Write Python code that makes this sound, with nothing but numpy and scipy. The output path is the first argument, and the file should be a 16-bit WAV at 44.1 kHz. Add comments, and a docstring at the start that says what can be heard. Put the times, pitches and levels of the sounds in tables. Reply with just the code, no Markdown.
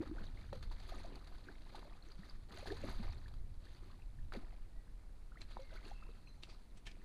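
"""A hooked fish thrashes at the surface of a lake while wind rumbles on the microphone.
Its tail slaps the water, traps air that rings as rising bubbles, and throws spray that patters back.
The splashing comes in bursts as the fish is scooped into a dripping landing net.
Late on, far birds call faintly, and fishing tackle scrapes on the gravel bank."""
import sys
import numpy as np
from scipy import signal
from scipy.fft import rfft, irfft
from scipy.io import wavfile
from scipy.ndimage import uniform_filter1d

SR = 44100
rng = np.random.default_rng(int(sys.argv[2]) if len(sys.argv) > 2 else 0)


def int16_out(signal):
    """Quantize to a 16-bit WAV file."""
    q = np.round(np.clip(np.atleast_2d(signal).T, -1, 1) * 32767)
    wavfile.write(sys.argv[1], SR, q.astype(np.int16))


N = 310576
TIME = np.arange(N) / SR

# tone of splashes as coloured by the microphone, with a peak near 4.3 kHz and duller above 5 kHz:
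# pitch_hz, relative_db
SPLASH_MIC_TONE = [(500, 1.5), (1500, 5), (2200, -3), (3000, -4.5), (4000, 3.5), (4600, 3.5), (5400, -14.5),
                   (6500, -10.5), (7800, -20), (10000, -14.5), (11200, -23), (12600, -20), (15000, -34)]
# brighter tone of the finest drops: pitch_hz, relative_db
MIST_TONE = [(3500, -3), (6500, -4), (10000, -9), (13000, -11), (15000, -13)]


def undb(db):
    """Turn decibels into a number to multiply a sound by."""
    return 10 ** (np.asarray(db) / 20)


def unit(x):
    """Scale a signal to an average power of 1."""
    return x / np.sqrt(np.mean(x ** 2) + 1e-20)


def add(out, start_s, sound):
    """Mix a sound in at the given time."""
    i = int(np.clip(start_s * SR, 0, N - 1))
    out[i:i + len(sound)] += sound[:N - i]


def colour(x, tone):
    """Make some pitches louder and others softer, following a tone table."""
    hz, db = np.transpose(tone)
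    gain = undb(np.interp(np.log(np.fft.rfftfreq(N, 1 / SR) + 1), np.log(hz), db))
    return irfft(rfft(x) * unit(gain), N)


def wander(rate_hz):
    """A curve that slides to a new random value rate_hz times a second."""
    hold = int(SR / rate_hz)
    steps = np.repeat(rng.standard_normal(N // hold + 1), hold)
    return 2 * uniform_filter1d(steps, hold)[:N]


def eddies(tone, levels, span_s, trim_db):
    """Swirling air: low noise, evened out over span_s, then made to swell and fade."""
    swirl = colour(rng.standard_normal(N), tone)
    swirl /= np.sqrt(uniform_filter1d(swirl ** 2, int(span_s * SR)) + .0011)
    time_s, level_db = np.transpose(levels)
    return swirl * undb(np.interp(TIME, time_s, level_db) + trim_db)


def wind():
    """Gusts rumble and buffet on the microphone, above the hush of open country."""
    # tones of the slow rumble, the quicker buffeting and the hush: pitch_hz, relative_db
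    rumble_tone = [(5, 9), (13, 3.5), (26, 10.5), (42, 5.5), (60, -17), (120, -69.5)]
    buffet_tone = [(35, -17), (65, -3), (100, -7), (160, -21), (300, -28), (700, -71)]
    hush_tone = [(60, -1), (230, -4.5), (400, -11.5), (900, -17.5), (2200, -24), (3100, -29), (4400, -27),
                 (5500, -32), (7500, -32.5), (9800, -30.5), (11300, -37), (13000, -39.5), (15400, -41)]
    # strength of the gusts, before trim_db is added: time_s, level_db
    rumble_levels = [(0.0, -56.5), (0.2, -39.5), (0.48, -50), (0.68, -40.5), (1.2, -47), (2.04, -50.5),
                     (2.4, -45.5), (2.48, -53.5), (3.08, -36), (3.2, -50.5), (3.4, -39), (3.64, -49),
                     (4.0, -49), (4.2, -42), (5.08, -48.5), (6.08, -45), (6.2, -53), (7.04, -48.5)]
    buffet_levels = [(0.0, -50.5), (0.36, -54), (0.64, -48.5), (0.72, -55), (2.04, -65), (2.92, -48.5),
                     (2.96, -56), (3.08, -44.5), (3.16, -49.5), (3.8, -58), (3.88, -56.5), (4.08, -60),
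                     (4.24, -49), (4.32, -57.5), (4.76, -63), (6.52, -60.5), (6.6, -69), (7.04, -63.5)]
    rumble = eddies(rumble_tone, rumble_levels, span_s=.22, trim_db=-2.5)
    buffets = eddies(buffet_tone, buffet_levels, span_s=.09, trim_db=-2)
    hush = colour(rng.standard_normal(N), hush_tone) * undb(-67)
    return rumble + buffets + hush


def stirring(starts_s, rises_s, levels_db, calm_db=-88, lapping_db=-17, settle_s=.33):
    """Loudness of the water in dB: each heave swells, falls back and leaves gentle lapping."""
    t = TIME[::64]
    power = undb(calm_db) ** 2  # ripples at the bank
    for start_s, rise_s, level_db in zip(starts_s, rises_s, levels_db):
        age = np.maximum(t - start_s, 0)
        swell = age / rise_s * np.exp(1 - age / rise_s)
        lapping = undb(lapping_db) * np.minimum(age / rise_s, 1) * np.exp(-age / settle_s)
        power = power + undb(level_db) ** 2 * (swell ** 2 + lapping ** 2)
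    return np.interp(TIME, t, 10 * np.log10(power))


def crowding(level_db):
    """The chance, 0 to 1, that a drop or bubble sounds: harder stirring makes more of them."""
    return undb(.8 * (level_db - level_db.max()))


def follow(drops, level_db):
    """Make drops or bubbles follow a loudness curve: size makes up what their number does not."""
    shaped = drops * undb(level_db) / np.sqrt(crowding(level_db))
    return unit(shaped) * np.sqrt(np.mean(undb(level_db) ** 2))


def patter(level_db, most_per_s=9000):
    """Falling spray hits the water as tiny clicks of random size."""
    size = undb(-3 * np.minimum(rng.exponential(size=N), 4))
    hits = rng.random(N) < crowding(level_db) * most_per_s / SR
    return follow(hits * size * rng.choice([-1, 1], N), level_db)


def bubble(hz, decay_s, rise, onset_cycles=.47):
    """Trapped air rings; nearing the surface, its pitch climbs by `rise` octaves per decay_s."""
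    t = np.arange(int(6 * decay_s * SR) + 8) / SR
    pitch = hz * 2 ** (rise * np.minimum(t / decay_s, 4))
    swell = (1 - np.exp(-(t * hz / onset_cycles) ** 2)) * np.exp(-t / decay_s)
    return swell / swell.max() * np.sin(2 * np.pi * np.cumsum(pitch) / SR)


def swarm(level_db, low_hz, high_hz, cycles, rise, spread_db, tries):
    """Small bubbles of random pitch, length and size: few in a lull, many in a splash."""
    out, chance = np.zeros(N), crowding(level_db)
    for when, pitch, life, size, climb, luck in rng.random((tries, 6)):
        if luck < chance[int(when * N)]:
            hz = low_hz * (high_hz / low_hz) ** pitch
            gain = undb(-spread_db * np.log(max(size, .03)))
            decay_s = cycles * (.5 + life) / hz
            add(out, when * N / SR, gain * bubble(hz, decay_s, 2 * rise * climb))
    return follow(out, level_db)


def stirred_water():
    """Each heave sloshes the water; froth bursts a little later, then spray patters and pings."""
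    # heaves of the fish or the net: start_s, rise_s, heave_db, thrown_db (the spray thrown up)
    heaves = [(-.03, 0.038, -58.5, -72.5), (0.132, 0.044, -58.5, -71), (0.329, 0.045, -65, -72),
              (0.519, 0.011, -57, -68.5), (0.601, 0.042, -70, -75), (0.729, .07, -68.5, -66.5),
              (.91, 0.038, -59, -71.5), (1.031, 0.056, -59, -75.5), (1.25, 0.085, -66, -73),
              (1.462, 0.018, -59, -75.5), (1.59, 0.068, -70.5, -74.5), (1.715, 0.069, -63, -77.5),
              (2.019, 0.041, -69, -73), (2.199, 0.033, -68.5, -71), (2.478, 0.051, -61, -64.5),
              (2.654, 0.024, -58.5, -64.5), (2.731, 0.049, -64.5, -67), (2.815, 0.036, -53.5, -63),
              (2.978, 0.043, -58, -68.5), (3.59, 0.047, -71, -72.5), (3.798, 0.046, -70, -77.5),
              (4.324, .016, -54, -68.5), (4.38, .045, -64.5, -77.5), (5.36, 0.021, -66, -76.5),
              (5.471, 0.033, -82, -69), (5.555, 0.008, -65.5, -85), (5.679, 0.043, -63, -69.5),
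              (5.829, 0.025, -64.5, -68), (5.99, 0.055, -68.5, -78.5), (6.46, 0.037, -71, -78),
              (6.88, 0.12, -69.5, -78.5)]
    start_s, rise_s, heave_db, thrown_db = np.transpose(heaves)
    slosh_db = stirring(start_s, rise_s, heave_db)
    froth_db = stirring(start_s, 1.3 * rise_s, heave_db - 5.5)
    spray_db = stirring(start_s, 1.83 * rise_s, thrown_db)
    clicks = patter(spray_db + .5) * undb(2.47 * wander(110))  # spray falls in clumps
    droplets = swarm(spray_db - 5.5, 1815, 8330, cycles=4, rise=.053, spread_db=2.5, tries=7000)
    # the finest drops tick brightly; hard strokes throw far more of them
    mist_db = spray_db.max() + 1.6 * (spray_db - spray_db.max()) - 9.5
    mist = swarm(mist_db, 5550, 14300, cycles=4.9, rise=0, spread_db=4.5, tries=2600)
    froth = swarm(froth_db, 629, 2500, cycles=3.1, rise=.15, spread_db=6, tries=13000)
    slosh = swarm(slosh_db - .5, 173, 642, cycles=2, rise=.1, spread_db=4, tries=7000)
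    return colour(clicks + droplets, SPLASH_MIC_TONE) + colour(mist, MIST_TONE) + froth + slosh


def air_pockets(closing_s=.0022):
    """The loudest single bubbles: bigger ones ring lower and longer."""
    # air trapped by the fish, the net and falling drops: start_s, pitch_hz, level_db
    pockets = [(.002, 265.5, -33), (0.026, 426, -46.5), (0.069, 255, -46), (0.094, 245, -43.5),
               (0.112, 277, -38), (0.17, 800, -54.5), (0.182, 1340, -47.5), (0.21, 188, -45),
               (0.266, 3630, -54), (.372, 1900, -56), (.529, 497, -40), (.712, 875, -51),
               (.920, 643, -44.5), (.938, 1070, -53), (1.046, 587, -47), (1.120, 380, -52),
               (1.485, 1410, -46), (1.49, 370, -51.5), (1.746, 760, -45), (2.024, 3950, -56),
               (2.118, 4420, -53), (2.19, 164, -45), (2.232, 1660, -55), (2.296, 4500, -49),
               (2.575, 574, -51), (2.590, 687, -52), (2.626, 525, -46.5), (2.671, 1580, -46),
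               (2.702, 1574, -44), (2.706, 346, -39), (2.716, 366, -36), (2.722, 650, -45),
               (2.836, 516, -38.5), (2.842, 239, -38), (2.879, 219, -43.5), (2.997, 192, -38.5),
               (3.258, 1540, -55), (3.667, 1570, -60), (3.9, 1035, -59), (4.019, 2370, -62),
               (4.186, 1570, -61), (4.332, 732, -51), (4.340, 2010, -48), (4.349, 472, -45),
               (4.359, 358, -46), (4.37, 215, -41), (5.318, 1260, -57), (5.356, 1200, -56),
               (5.371, 1750, -52), (5.760, 1300, -50), (5.772, 1940, -53), (5.851, 2430, -55.5),
               (5.725, 550, -51), (5.861, 370, -50.5), (5.913, 714, -47.5), (6.024, 1160, -52.5),
               (6.089, 405, -53), (6.272, 2340, -57)]
    out = np.zeros(N)
    for start_s, hz, level_db in pockets:
        decay_s = .00367 * (1000 / hz) ** .68
        # the first pockets climb fastest; tiny, high ones die before they can rise
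        rise = .147 * (1.8 if start_s < .05 else 1) / (1 + (hz / 3200) ** 2)
        add(out, start_s, undb(level_db) * bubble(hz, decay_s, rise, onset_cycles=closing_s * hz))
    return out


def plunges(closing_s=.023):
    """A hollow opens in the water with a plop, then closes into a lower, ringing bubble."""
    # hollows in the water: start_s, plop_hz, plop_db, ring_db
    hollows = [(.528, 802, -38, -53), (1.829, 934, -47, -56.5), (2.658, 705, -42, -47.5),
               (2.8868, 1060, -38.5, -56), (4.3225, 1320, -37.5, -65), (5.569, 846, -36, -48.5)]
    out = np.zeros(N)
    for start_s, plop_hz, plop_db, ring_db in hollows:
        ring_hz = .61 * plop_hz
        add(out, start_s, undb(plop_db) * bubble(plop_hz, decay_s=1.1 / plop_hz, rise=.057))
        add(out, start_s + closing_s, undb(ring_db) * bubble(ring_hz, decay_s=10 / ring_hz, rise=.046))
    return out


def burst(decay_s):
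    """Many tiny hits blur into a puff of noise that builds quickly and dies away."""
    t = np.arange(SR // 4) / SR
    swell = (1 - np.exp(-(t / (.43 * decay_s)) ** 2)) * np.exp(-t / decay_s)
    return rng.standard_normal(len(t)) * swell / swell.max()


def slaps():
    """The tail and falling sheets of water hit the lake: a bright crack, then a short splash."""
    # hits on the surface: start_s, level_db, decay_s
    hits = [(0.529, -51.5, 0.0025), (0.622, -55, 0.013), (0.711, -57, 0.014), (0.885, -56.5, 0.015),
            (1.153, -56, 0.0058), (1.748, -55.5, 0.014), (1.79, -57.5, .0047), (2.118, -64, 0.0028),
            (2.288, -63, .007), (2.574, -49, .0012), (2.593, -59.5, 0.0037), (2.654, -54, 0.026),
            (2.671, -52, 0.0061), (2.718, -52, 0.0051), (3.280, -58.5, 0.0045), (3.338, -60, 0.0029),
            (4.321, -58.5, 0.001), (4.325, -56, 0.0035), (4.336, -49, 0.0028), (4.347, -61, 0.0054),
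            (4.361, -58.5, .008)]
    splashes, cracks = np.zeros(N), np.zeros(N)
    for start_s, level_db, decay_s in hits:
        add(splashes, start_s, undb(level_db) * burst(decay_s))
        add(cracks, start_s, undb(level_db - 8) * burst(decay_s=.0001))
    return colour(splashes, SPLASH_MIC_TONE) + colour(cracks, MIST_TONE)


def birds(trill_hz=53.7):
    """Birds give thin, gliding whistles; a trill throbs in both pitch and loudness."""
    # bird calls: start_s, length_s, start_hz, end_hz, level_db, trill_depth (0 to 1)
    calls = [(4.685, 0.16, 1854, 1950, -77.5, 0.1), (5.503, 0.32, 2336, 1860, -70.5, 0.3),
             (5.842, 0.29, 2725, 2560, -69.5, 0.38), (6.249, 0.075, 4210, 4000, -67.5, 0.03),
             (6.26, 0.045, 5960, 6400, -77, 0)]
    out = np.zeros(N)
    for start_s, length_s, start_hz, end_hz, level_db, trill_depth in calls:
        progress = np.linspace(0, 1, int(length_s * SR))
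        throb = trill_depth * np.sin(2 * np.pi * trill_hz * length_s * progress)
        glide_hz = start_hz + (end_hz - start_hz) * progress
        hz = glide_hz * (1 + .076 * throb + .0062 * wander(150)[:len(progress)])
        swell = np.sin(np.pi * progress) * (1 + throb / 2)
        add(out, start_s, undb(level_db) * swell * np.sin(2 * np.pi * np.cumsum(hz) / SR))
    return out


def tackle():
    """Fishing gear drags softly over gravel, scrapes, and makes the shifted stones ring."""
    # knocks and scrapes: start_s, level_db, decay_s, ring_hz
    scrapes = [(5.405, -63, 0.0095, 2200), (5.415, -47, 0.003, 3930), (6.434, -45.5, 0.0016, 2700),
               (6.433, -49.5, 0.0026, 4320), (6.483, -60, 0.027, 4700), (6.769, -59.5, 0.0091, 8350),
               (6.864, -47, 0.0075, 3050), (6.868, -50, 0.008, 1770), (6.875, -61, 0.021, 2290),
               (6.913, -55.5, 0.0031, 4940)]
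    # tone of the gravel: pitch_hz, relative_db
    gravel_tone = [(400, 2.5), (1500, -5), (2500, 2.5), (4400, -2.5), (8000, -11), (15000, -34)]
    out = np.zeros(N)
    for start_s, level_db, decay_s, ring_hz in scrapes:
        grit = burst(decay_s)
        ring = signal.lfilter(*signal.iirpeak(ring_hz, Q=10, fs=SR), grit)
        add(out, start_s, undb(level_db) * (.5 * grit + undb(5.5) * ring))
        drag = burst(decay_s=.02)
        add(out, start_s - .014, undb(level_db - 17) * drag)
    return colour(out, gravel_tone)


def shore_echo(x, decay_s, echo_db):
    """Add the short echo of a sound bouncing off the water and the shore."""
    t = np.arange(SR // 3) / SR
    tail = rng.standard_normal(len(t)) * np.exp(-t / decay_s) * (t > .002)
    return x + undb(echo_db) * signal.fftconvolve(x, tail / np.linalg.norm(tail))[:N]


def scene():
    """Mix near water and tackle, far birds with more echo, and wind into one channel."""
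    water = air_pockets() + plunges() + slaps() + stirred_water()
    near = shore_echo(water + tackle(), decay_s=.018, echo_db=-13.5)
    far = undb(-1.5) * shore_echo(birds(), decay_s=.11, echo_db=-2)
    return (near + far + wind())[None]


def record(dry):
    """A steep filter cuts away the highest treble."""
    top_hz = 15000
    return signal.sosfilt(signal.ellip(8, .2, 70, top_hz, fs=SR, output="sos"), dry)


dry = scene()
out = record(dry)
int16_out(out)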